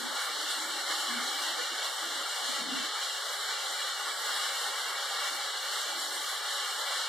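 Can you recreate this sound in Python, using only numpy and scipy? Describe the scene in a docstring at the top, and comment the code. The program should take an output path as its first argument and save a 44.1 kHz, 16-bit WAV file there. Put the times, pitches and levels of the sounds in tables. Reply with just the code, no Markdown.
"""A propane jet burns from a tank in an open yard while hoses spray water on it, some way off.
From the start the swirling flame roars, escaping gas hisses and water fizzes on tank and wet ground.
Puffs of wind ruffle a handheld camera's two microphone ports, at times with a brief hoot:
at once, just after 1 s, and hardest near 2.7 s. Then the wind eases, the fire swells near 4.3 s,
and flame, gas and water carry on to the end, with a few lighter puffs."""
import sys
import numpy as np
from scipy import signal
from scipy.fft import rfft, irfft, next_fast_len
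from scipy.io import wavfile
from scipy.ndimage import uniform_filter1d, map_coordinates

SR = 44100
rng = np.random.default_rng(int(sys.argv[2]) if len(sys.argv) > 2 else 0)


def dump_mix(stems):
    """Bounce the given channels to the path in sys.argv[1] as a 16-bit WAV at rate SR."""
    frames = np.atleast_2d(stems).T  # one column per channel
    limited = np.clip(frames, -1, 1)  # hard clip at full scale
    pcm = np.round(limited * 32767).astype(np.int16)
    wavfile.write(sys.argv[1], SR, pcm)


N = 312385

# how alike the fire sounds left and right: f/Hz, likeness (1 the same, -1 or less opposite)
FIRE_LIKENESS = [(250, -1.6), (400, 0.1), (560, 0.76), (660, 0.46), (800, 0.93), (1800, 0.89), (2000, 0.54),
                 (2350, 0.8), (2700, 0.86), (5000, 0.83), (5600, 0.54), (8500, 0.29)]


def flame(flame_db, plume_under_db=6, plume_follows=0.62):
    """Burning swirls: big ones billow in the plume, small ones flutter and roar near the nozzle."""
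    # tone of the big swirls: f/Hz, relative level/dB
    billow_tone = [(190, -77), (280, -29), (335, -17.5), (400, -6.5), (515, -6.3), (565, -2), (605, -6.5),
                   (690, -4.5), (830, 0.7), (920, -3), (1050, -6), (1500, -18), (3000, -76)]
    # tone of the small swirls: f/Hz, relative level/dB
    roar_tone = [(500, -48), (900, -17.5), (1100, -5.5), (1210, -3), (1310, -3.5), (1410, -1.9),
                 (1520, -3.5), (1700, -5), (1880, -5.5), (2020, -6), (2300, -8), (3000, -26.5), (6000, -44)]
    usual_db = flame_db.mean()
    # the plume is quieter than the flame and follows only part of its swing
    plume_db = usual_db - plume_under_db + plume_follows * (flame_db - usual_db)
    plume_db += 0.34 * wobble(12)
    billow = amp(plume_db) * spread(turbulence(patchy_db=0.87), billow_tone, FIRE_LIKENESS)
    roar_db = flame_db + 0.15 * wobble(14)
    roar = amp(roar_db) * spread(turbulence(patchy_db=0.3), roar_tone, FIRE_LIKENESS)
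    return billow + roar


def gas_jet(jet_db, flutter_db=0.2):
    """Gas tears out of the valve in a bright hiss."""
    # tone of the hiss: f/Hz, relative level/dB
    hiss_tone = [(1500, -44), (2300, -36), (2850, 0.5), (2960, -1.5), (3070, 1), (3220, -0.5), (3330, -0.5),
                 (3800, -1.5), (4000, 1), (4120, 1.5), (4250, 0), (4420, -0.5), (4500, -7), (5100, -7.5),
                 (5700, -8), (7200, -8), (8800, -14), (10500, -23), (15000, -37)]
    level_db = jet_db + flutter_db * wobble(12)
    return amp(level_db) * spread(turbulence(patchy_db=0.5), hiss_tone, FIRE_LIKENESS)


def fire_strength():
    """Levels in dB of flame and gas jet: the slowly changing flow, with short flares and sags on top."""
    # how hard the gas flows and burns: t/s, flame level/dB, jet level/dB
    gas_flow = [(0.0, -40.5, -39.5), (0.11, -39, -38.5), (0.3, -37.5, -38.5), (0.42, -41, -36),
                (0.66, -40.5, -37), (0.8, -40, -38), (1.0, -38.5, -35.5), (1.1, -37.5, -34.5),
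                (1.33, -38.5, -36), (1.56, -39, -35), (1.76, -39.5, -37), (1.94, -41, -38.5),
                (2.08, -39.5, -36.5), (2.4, -39, -35.5), (2.7, -39.5, -36), (3.1, -40, -35.5),
                (3.36, -39.5, -38.5), (3.64, -41, -37), (3.94, -40.5, -37.5), (4.17, -39, -39),
                (4.3, -36, -34.5), (4.54, -38.5, -37), (4.8, -38, -36), (4.94, -37, -37.5),
                (5.1, -39, -36.5), (5.22, -36.5, -36), (5.38, -39.5, -36.5), (5.66, -40, -36.5),
                (5.92, -39.9, -36), (6.22, -40, -38), (6.55, -40, -36.5), (6.76, -39, -36.5),
                (6.98, -37.5, -34), (7.08, -39, -36.5)]
    # flares and sags: peak t/s, length/s, flame change/dB, jet change/dB
    flares = [(0.176, 0.11, 2.5, 2.5), (.34, .07, 0, 2.5), (0.5, 0.14, 2.5, 2.5), (0.672, .06, 1, -3),
              (0.908, 0.069, 4.5, 3.5), (1.0, 0.069, 0, 0.5), (1.2, 0.038, 2.6, -1), (1.29, 0.042, 1, 1.5),
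              (1.454, 0.091, 0.5, 1), (1.563, 0.056, -1.2, -3), (1.85, 0.076, 1.5, 3.2),
              (1.96, .07, 0.5, 0.5), (2.4, .04, -0.5, -3), (2.492, 0.053, 0, 2), (2.8, 0.065, 1, 1.5),
              (2.977, 0.11, 2.5, -1), (3.517, 0.1, 3.5, 3), (3.797, 0.21, 3, 2), (4.063, 0.16, 2, 1.5),
              (4.433, 0.063, 1, 3.5), (4.677, 0.055, 1.4, 0.5), (4.935, .04, 0, -2.2),
              (4.988, 0.059, 0.5, 1.5), (5.293, 0.049, 2.6, 2.5), (5.365, .045, -0.5, -3),
              (5.775, 0.079, 3, 1), (6.554, 0.13, 0.5, 1.5)]
    t = np.arange(N) / SR
    level_db = np.array(curves(gas_flow))
    for peak, length, flame_db, jet_db in flares:
        swell = np.exp(-(2 * (t - peak) / length) ** 2)
        level_db += np.array([[flame_db], [jet_db]]) * swell
    return level_db


def water_spray(shimmer_db, drops_per_s=1500, drop_db=-11, boost_db=3.0, flutter_db=0.7):
    """A fine mist fizzes, and larger drops tick on the tank and the ground."""
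    # the hose streams sweeping over the tank: t/s, level before the boost/dB
    hose_sweep = [(0.0, -45), (0.12, -46.5), (0.22, -43), (0.36, -46), (0.5, -41.5), (0.7, -44),
                  (0.84, -46), (1.02, -41.5), (1.12, -45.5), (1.36, -43), (1.55, -45), (1.72, -49),
                  (1.86, -46), (2.0, -45.5), (2.2, -47), (2.5, -43), (2.68, -51), (2.78, -46),
                  (2.91, -49.5), (3.05, -45), (3.2, -44), (3.35, -44.5), (3.5, -46), (3.6, -47),
                  (3.73, -43), (3.95, -46.5), (4.2, -43), (4.31, -41.5), (4.46, -42), (4.55, -43.5),
                  (4.8, -44), (4.94, -44.5), (5.04, -45), (5.17, -46), (5.3, -42.5), (5.52, -47),
                  (5.77, -43), (5.95, -44), (6.1, -41.5), (6.28, -42.5), (6.4, -46), (6.55, -44),
                  (6.68, -44.5), (6.88, -42), (7.08, -46)]
    # tone of the fizz: f/Hz, relative level/dB
    fizz_tone = [(1500, -45), (3500, 5), (5500, 6.5), (7000, 4.5), (8800, 6.5), (9500, 3.5), (10600, 1),
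                 (12700, 0), (13100, -9), (15200, -5)]
    # how alike the water sounds left and right: f/Hz, likeness (0 unrelated, 1 the same)
    fizz_likeness = [(4000, 0.31), (8300, 0.66), (9000, 0.14), (15000, .13)]
    hits = rng.random((2, N)) < drops_per_s / SR
    drops = unit(hits * rng.standard_normal((2, N)))
    fizz = turbulence(patchy_db=2.1) + amp(drop_db) * drops
    sweep_db, = curves(hose_sweep)
    level_db = sweep_db + shimmer_db + boost_db + flutter_db * wobble(21)
    return amp(level_db) * spread(fizz, fizz_tone, fizz_likeness)


def ground_bounce(x, delay_s=0.00353, drift_s=0.000015, strength=0.095, dull_hz=4500):
    """The wet concrete sends a duller copy a moment later; heated air makes its path waver."""
    delayed_index = np.arange(N) - SR * (delay_s + drift_s * wobble(5.4))
    dull = filtered(x, lambda hz: 1 / np.sqrt(1 + (hz / dull_hz) ** 2))
    return strength * np.array([map_coordinates(channel, [delayed_index]) for channel in dull])


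def wind(gust_above_db=-52, blend_db=3.0, flutter_db=2.0):
    """Air ruffles the microphone ports; harder puffs shed bigger swirls and so rumble deeper."""
    # tone of a hard puff: f/Hz, relative level/dB
    gust_tone = [(25, -37), (50, -41), (110, -38), (150, -28), (200, -8), (225, -9), (246, 3), (270, -2.5),
                 (300, -5), (340, -16), (450, -24), (1200, -80)]
    # tone of gentle air: f/Hz, relative level/dB
    breeze_tone = [(30, -42), (60, -46), (160, -34), (205, -27), (255, -2), (310, 5), (370, 2), (480, -28),
                   (1200, -87)]
    level_db = wind_strength() + flutter_db * wobble(14)
    gust_share = (1 + np.tanh((level_db - gust_above_db) / blend_db)) / 2
    gust = amp(-7.5) * shaped_noise(lambda hz: amp(along(gust_tone, hz)))
    breeze = shaped_noise(lambda hz: amp(along(breeze_tone, hz)))
    alike, opposite = amp(level_db) * (np.sqrt(gust_share) * gust + np.sqrt(1 - gust_share) * breeze)
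    return np.array([alike + opposite, alike - opposite])


def wind_strength(rise_db_per_s=450, fall_db_per_s=300, arch_db=2.5, calm_drift_db=7):
    """How hard air pushes the two ports alike and oppositely, in dB: puffs rise, arch and die away."""
    # puffs of wind: start t/s, length/s, alike push/dB, opposite push/dB
    puffs = [(-.06, 0.19, -49, -40), (0.304, 0.059, -56, -56), (.39, 0.11, -59, -54),
             (0.566, 0.25, -54, -55), (0.833, 0.24, -56, -54), (1.102, 0.148, -49, -43),
             (1.27, 0.36, -56, -56), (1.714, 0.032, -56, -59), (2.03, .06, -54, -55),
             (2.118, 0.1, -55.5, -61), (2.462, 0.054, -78, -39), (2.62, 0.17, -39.5, -45),
             (2.758, 0.069, -41, -35), (3.69, 0.035, -67, -68), (4.024, 0.09, -69, -72),
             (4.238, 0.14, -69, -72), (4.662, 0.043, -66, -74), (4.884, 0.038, -64, -70),
             (5.324, 0.046, -57, -56), (5.905, 0.088, -55.5, -58), (6.02, 0.17, -56.5, -59),
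             (6.743, .04, -65, -72)]
    t = np.arange(N) / SR
    level_db = np.array([[-88.5], [-74]]) + calm_drift_db * wobble(8)  # light, restless air
    for start, length, alike_db, opposite_db in puffs:
        rise_db = rise_db_per_s * (t - start)
        fall_db = fall_db_per_s * (start + length - t)
        from_middle = np.clip(2 * (t - start) / length - 1, -1, 1)
        shape_db = np.minimum(0, np.minimum(rise_db, fall_db)) - arch_db * from_middle ** 2
        level_db = np.maximum(level_db, shape_db + np.array([[alike_db], [opposite_db]]))
    return level_db


def hoots(flutter_per_s=45):
    """Now and then the wind narrows into a brief, fuzzy hoot that slides a little in pitch."""
    # wind hoots: start t/s, end t/s, first f/Hz, last f/Hz, level at the middle/dB
    wind_hoots = [(-.09, 0.186, 243, 246, -50), (1.059, 1.258, 240.6, 244, -42.5),
                  (1.52, 1.68, 507, 490, -45), (2.6, 2.8, 246.6, 256, -44), (6.821, 7.0, 574, 603, -53)]
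    t = np.arange(N) / SR
    # shaking a tone's strength and phase makes it a narrow noise, different at each port
    fuzz = np.array([wobble(flutter_per_s) + 1j * wobble(flutter_per_s) for port in ("left", "right")])
    out = np.zeros((2, N))
    for start, end, first_hz, last_hz, level_db in wind_hoots:
        span = (t > start) & (t < end)
        progress = (t[span] - start) / (end - start)
        phase = 2 * np.pi * np.cumsum(first_hz + (last_hz - first_hz) * progress) / SR
        fuzzy_tone = unit((fuzz[:, span] * np.exp(1j * phase)).real)
        out[:, span] += amp(level_db) * np.sin(np.pi * progress) ** 2 * fuzzy_tone
    return out


def faint_rumble(level_db=-106, below_hz=250):
    """A very faint rumble under everything."""
    return amp(level_db) * shaped_noise(lambda hz: 1 / (1 + (hz / below_hz) ** 2))


def flecked(x):
    """Narrow bands of pitch briefly drop out and their neighbours swell, so the hiss sounds watery."""
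    # how deep the drop-outs tend to go: f/Hz, depth scale/dB
    dropout_depths = [(300, 1), (600, 2.5), (1400, 3), (1750, 5.5), (2100, 11), (2900, 7.5), (3650, 8),
                      (4100, 4), (5200, 4.5), (8000, 3.5), (12000, 4.5)]
    hz, _, bands = signal.stft(x, SR, nperseg=2048)
    flecks = random_patches(bands.shape[1:], bands_wide=3)
    dropout = np.logaddexp(0, 2 * flecks - 1)  # mostly small, now and then large
    gain = amp(-along(dropout_depths, hz)[:, None] * dropout)
    # energy only shifts between neighbouring pitches
    nearby_power = np.abs(uniform_filter1d(gain ** 2, size=24, axis=0))
    gain /= np.sqrt(nearby_power + 1e-12)
    return signal.istft(bands * gain, SR, nperseg=2048)[1][:, :N]


def hollowed(x, waver=0.18, turns_per_s=12, fill_snap=2.5, fill_rarity=0.4):
    """Narrow, wavering dips hollow the sound: the deepest stays, the others fill in now and then."""
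    # dips in the tone: f/Hz, width/Hz, depth/dB, steepness of the sides, share lost when filled in
    dips = [(995, 33, 7.5, 2.7, 0.83), (1560, 15, 6, 3, .7), (2145, 50, 6.5, 3, 1),
            (2542, 201, 36.5, 7.2, .05), (3500, 82, 1.5, 3, 0.86), (4530, 35, 3, 3, .5),
            (5040, 74, 4, 3, .5), (6280, 172, 34, 2.2, 0.63), (10020, 173, 32, 4, 0.55)]
    hz, times, bands = signal.stft(x, SR, nperseg=4096, noverlap=3072)
    for centre, width, depth, steepness, fill_share in dips:
        near = np.abs(hz - centre) < 3 * width
        drift_hz = waver * width * wobble(turns_per_s, times)
        span_hz = width * np.exp(waver * wobble(turns_per_s, times))
        away = np.abs(hz[near, None] - centre - drift_hz) / span_hz
        filled = (1 + np.tanh(fill_snap * (wobble(turns_per_s, times) - fill_rarity))) / 2
        dip_db = depth * (1 - fill_share * filled)
        bands[:, near] *= amp(-dip_db * np.exp(-away ** steepness))
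    return signal.istft(bands, SR, nperseg=4096, noverlap=3072)[1][:, :N]


def turbulence(patchy_db):
    """Two unrelated noises that grow louder and softer in broad patches of pitch and time."""
    bands = signal.stft(rng.standard_normal((2, N)), nperseg=2048)[2]
    gain = amp(patchy_db * random_patches(bands.shape[1:], bands_wide=14))
    return unit(signal.istft(bands * gain, nperseg=2048)[1][:, :N])


def random_patches(shape, bands_wide):
    """A random grid of pitch by time, blurred both ways into patches."""
    blurred = uniform_filter1d(rng.standard_normal(shape), size=bands_wide, axis=0)
    return unit(uniform_filter1d(blurred, size=4, axis=1))


def spread(pair, tone, likeness):
    """Give two unrelated signals a tone and mix them into a partly alike left and right."""
    def response(hz):
        angle = np.arccos(np.clip(along(likeness, hz), -1, 1)) / 2
        return amp(along(tone, hz)) * [np.cos(angle), np.sin(angle)]
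    alike, opposite = filtered(pair, response)
    return unit(np.array([alike + opposite, alike - opposite]))


def shaped_noise(response):
    """Two unrelated noises, filtered and brought to an average size of 1."""
    return unit(filtered(rng.standard_normal((2, N)), response))


def filtered(x, response):
    """Turn each frequency of x up or down by the gain response(hz)."""
    size = next_fast_len(N + SR // 2)
    hz = np.fft.rfftfreq(size, 1 / SR)
    return irfft(rfft(x, size) * response(hz), size)[..., :N]


def wobble(per_s, times=None):
    """A smooth curve through per_s random values a second, read at the times given or every sample."""
    coarse_times = np.linspace(0, N / SR, num=N // 64)
    values = rng.standard_normal(int(N * per_s / SR) + 4)
    curve = map_coordinates(values, [coarse_times * per_s])
    return np.interp(np.arange(N) / SR if times is None else times, coarse_times, curve)


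def curves(rows):
    """Join timed rows with straight lines: one curve for each column after the time."""
    times, *columns = np.transpose(rows)
    return [np.interp(np.arange(N) / SR, times, column) for column in columns]


def along(points, hz):
    """Read between (frequency, value) points on a pitch-like (log) scale."""
    point_hz, values = np.transpose(points)
    return np.interp(np.log(hz + 1), np.log(point_hz + 1), values)


def amp(db):
    """Decibels to gain."""
    return 10 ** (np.asarray(db) / 20)


def unit(x):
    """Scale x to an average size (rms) of 1."""
    return x / np.sqrt(np.mean(x ** 2) + 1e-20)


def scene(shimmer_depth_db=0.63, shimmer_per_s=26, lean_left_db=0.15):
    """Fire and water ahead, wind at the camera."""
    flame_db, jet_db = fire_strength()
    # hot, moving air makes all of the distant hiss swell and fade together
    shimmer_db = shimmer_depth_db * wobble(shimmer_per_s)
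    fire = flame(flame_db + shimmer_db) + gas_jet(jet_db + shimmer_db)
    yard = fire + ground_bounce(fire) + water_spray(shimmer_db)
    balance = amp([[lean_left_db], [-lean_left_db]])
    return flecked(yard) * balance + wind() + hoots() + faint_rumble()


def record(dry, top_hz=15330):
    """The sound is slightly hollow, and the camera picks up nothing above top_hz."""
    return filtered(hollowed(dry), lambda hz: hz < top_hz)


dry = scene()
out = record(dry)
dump_mix(out)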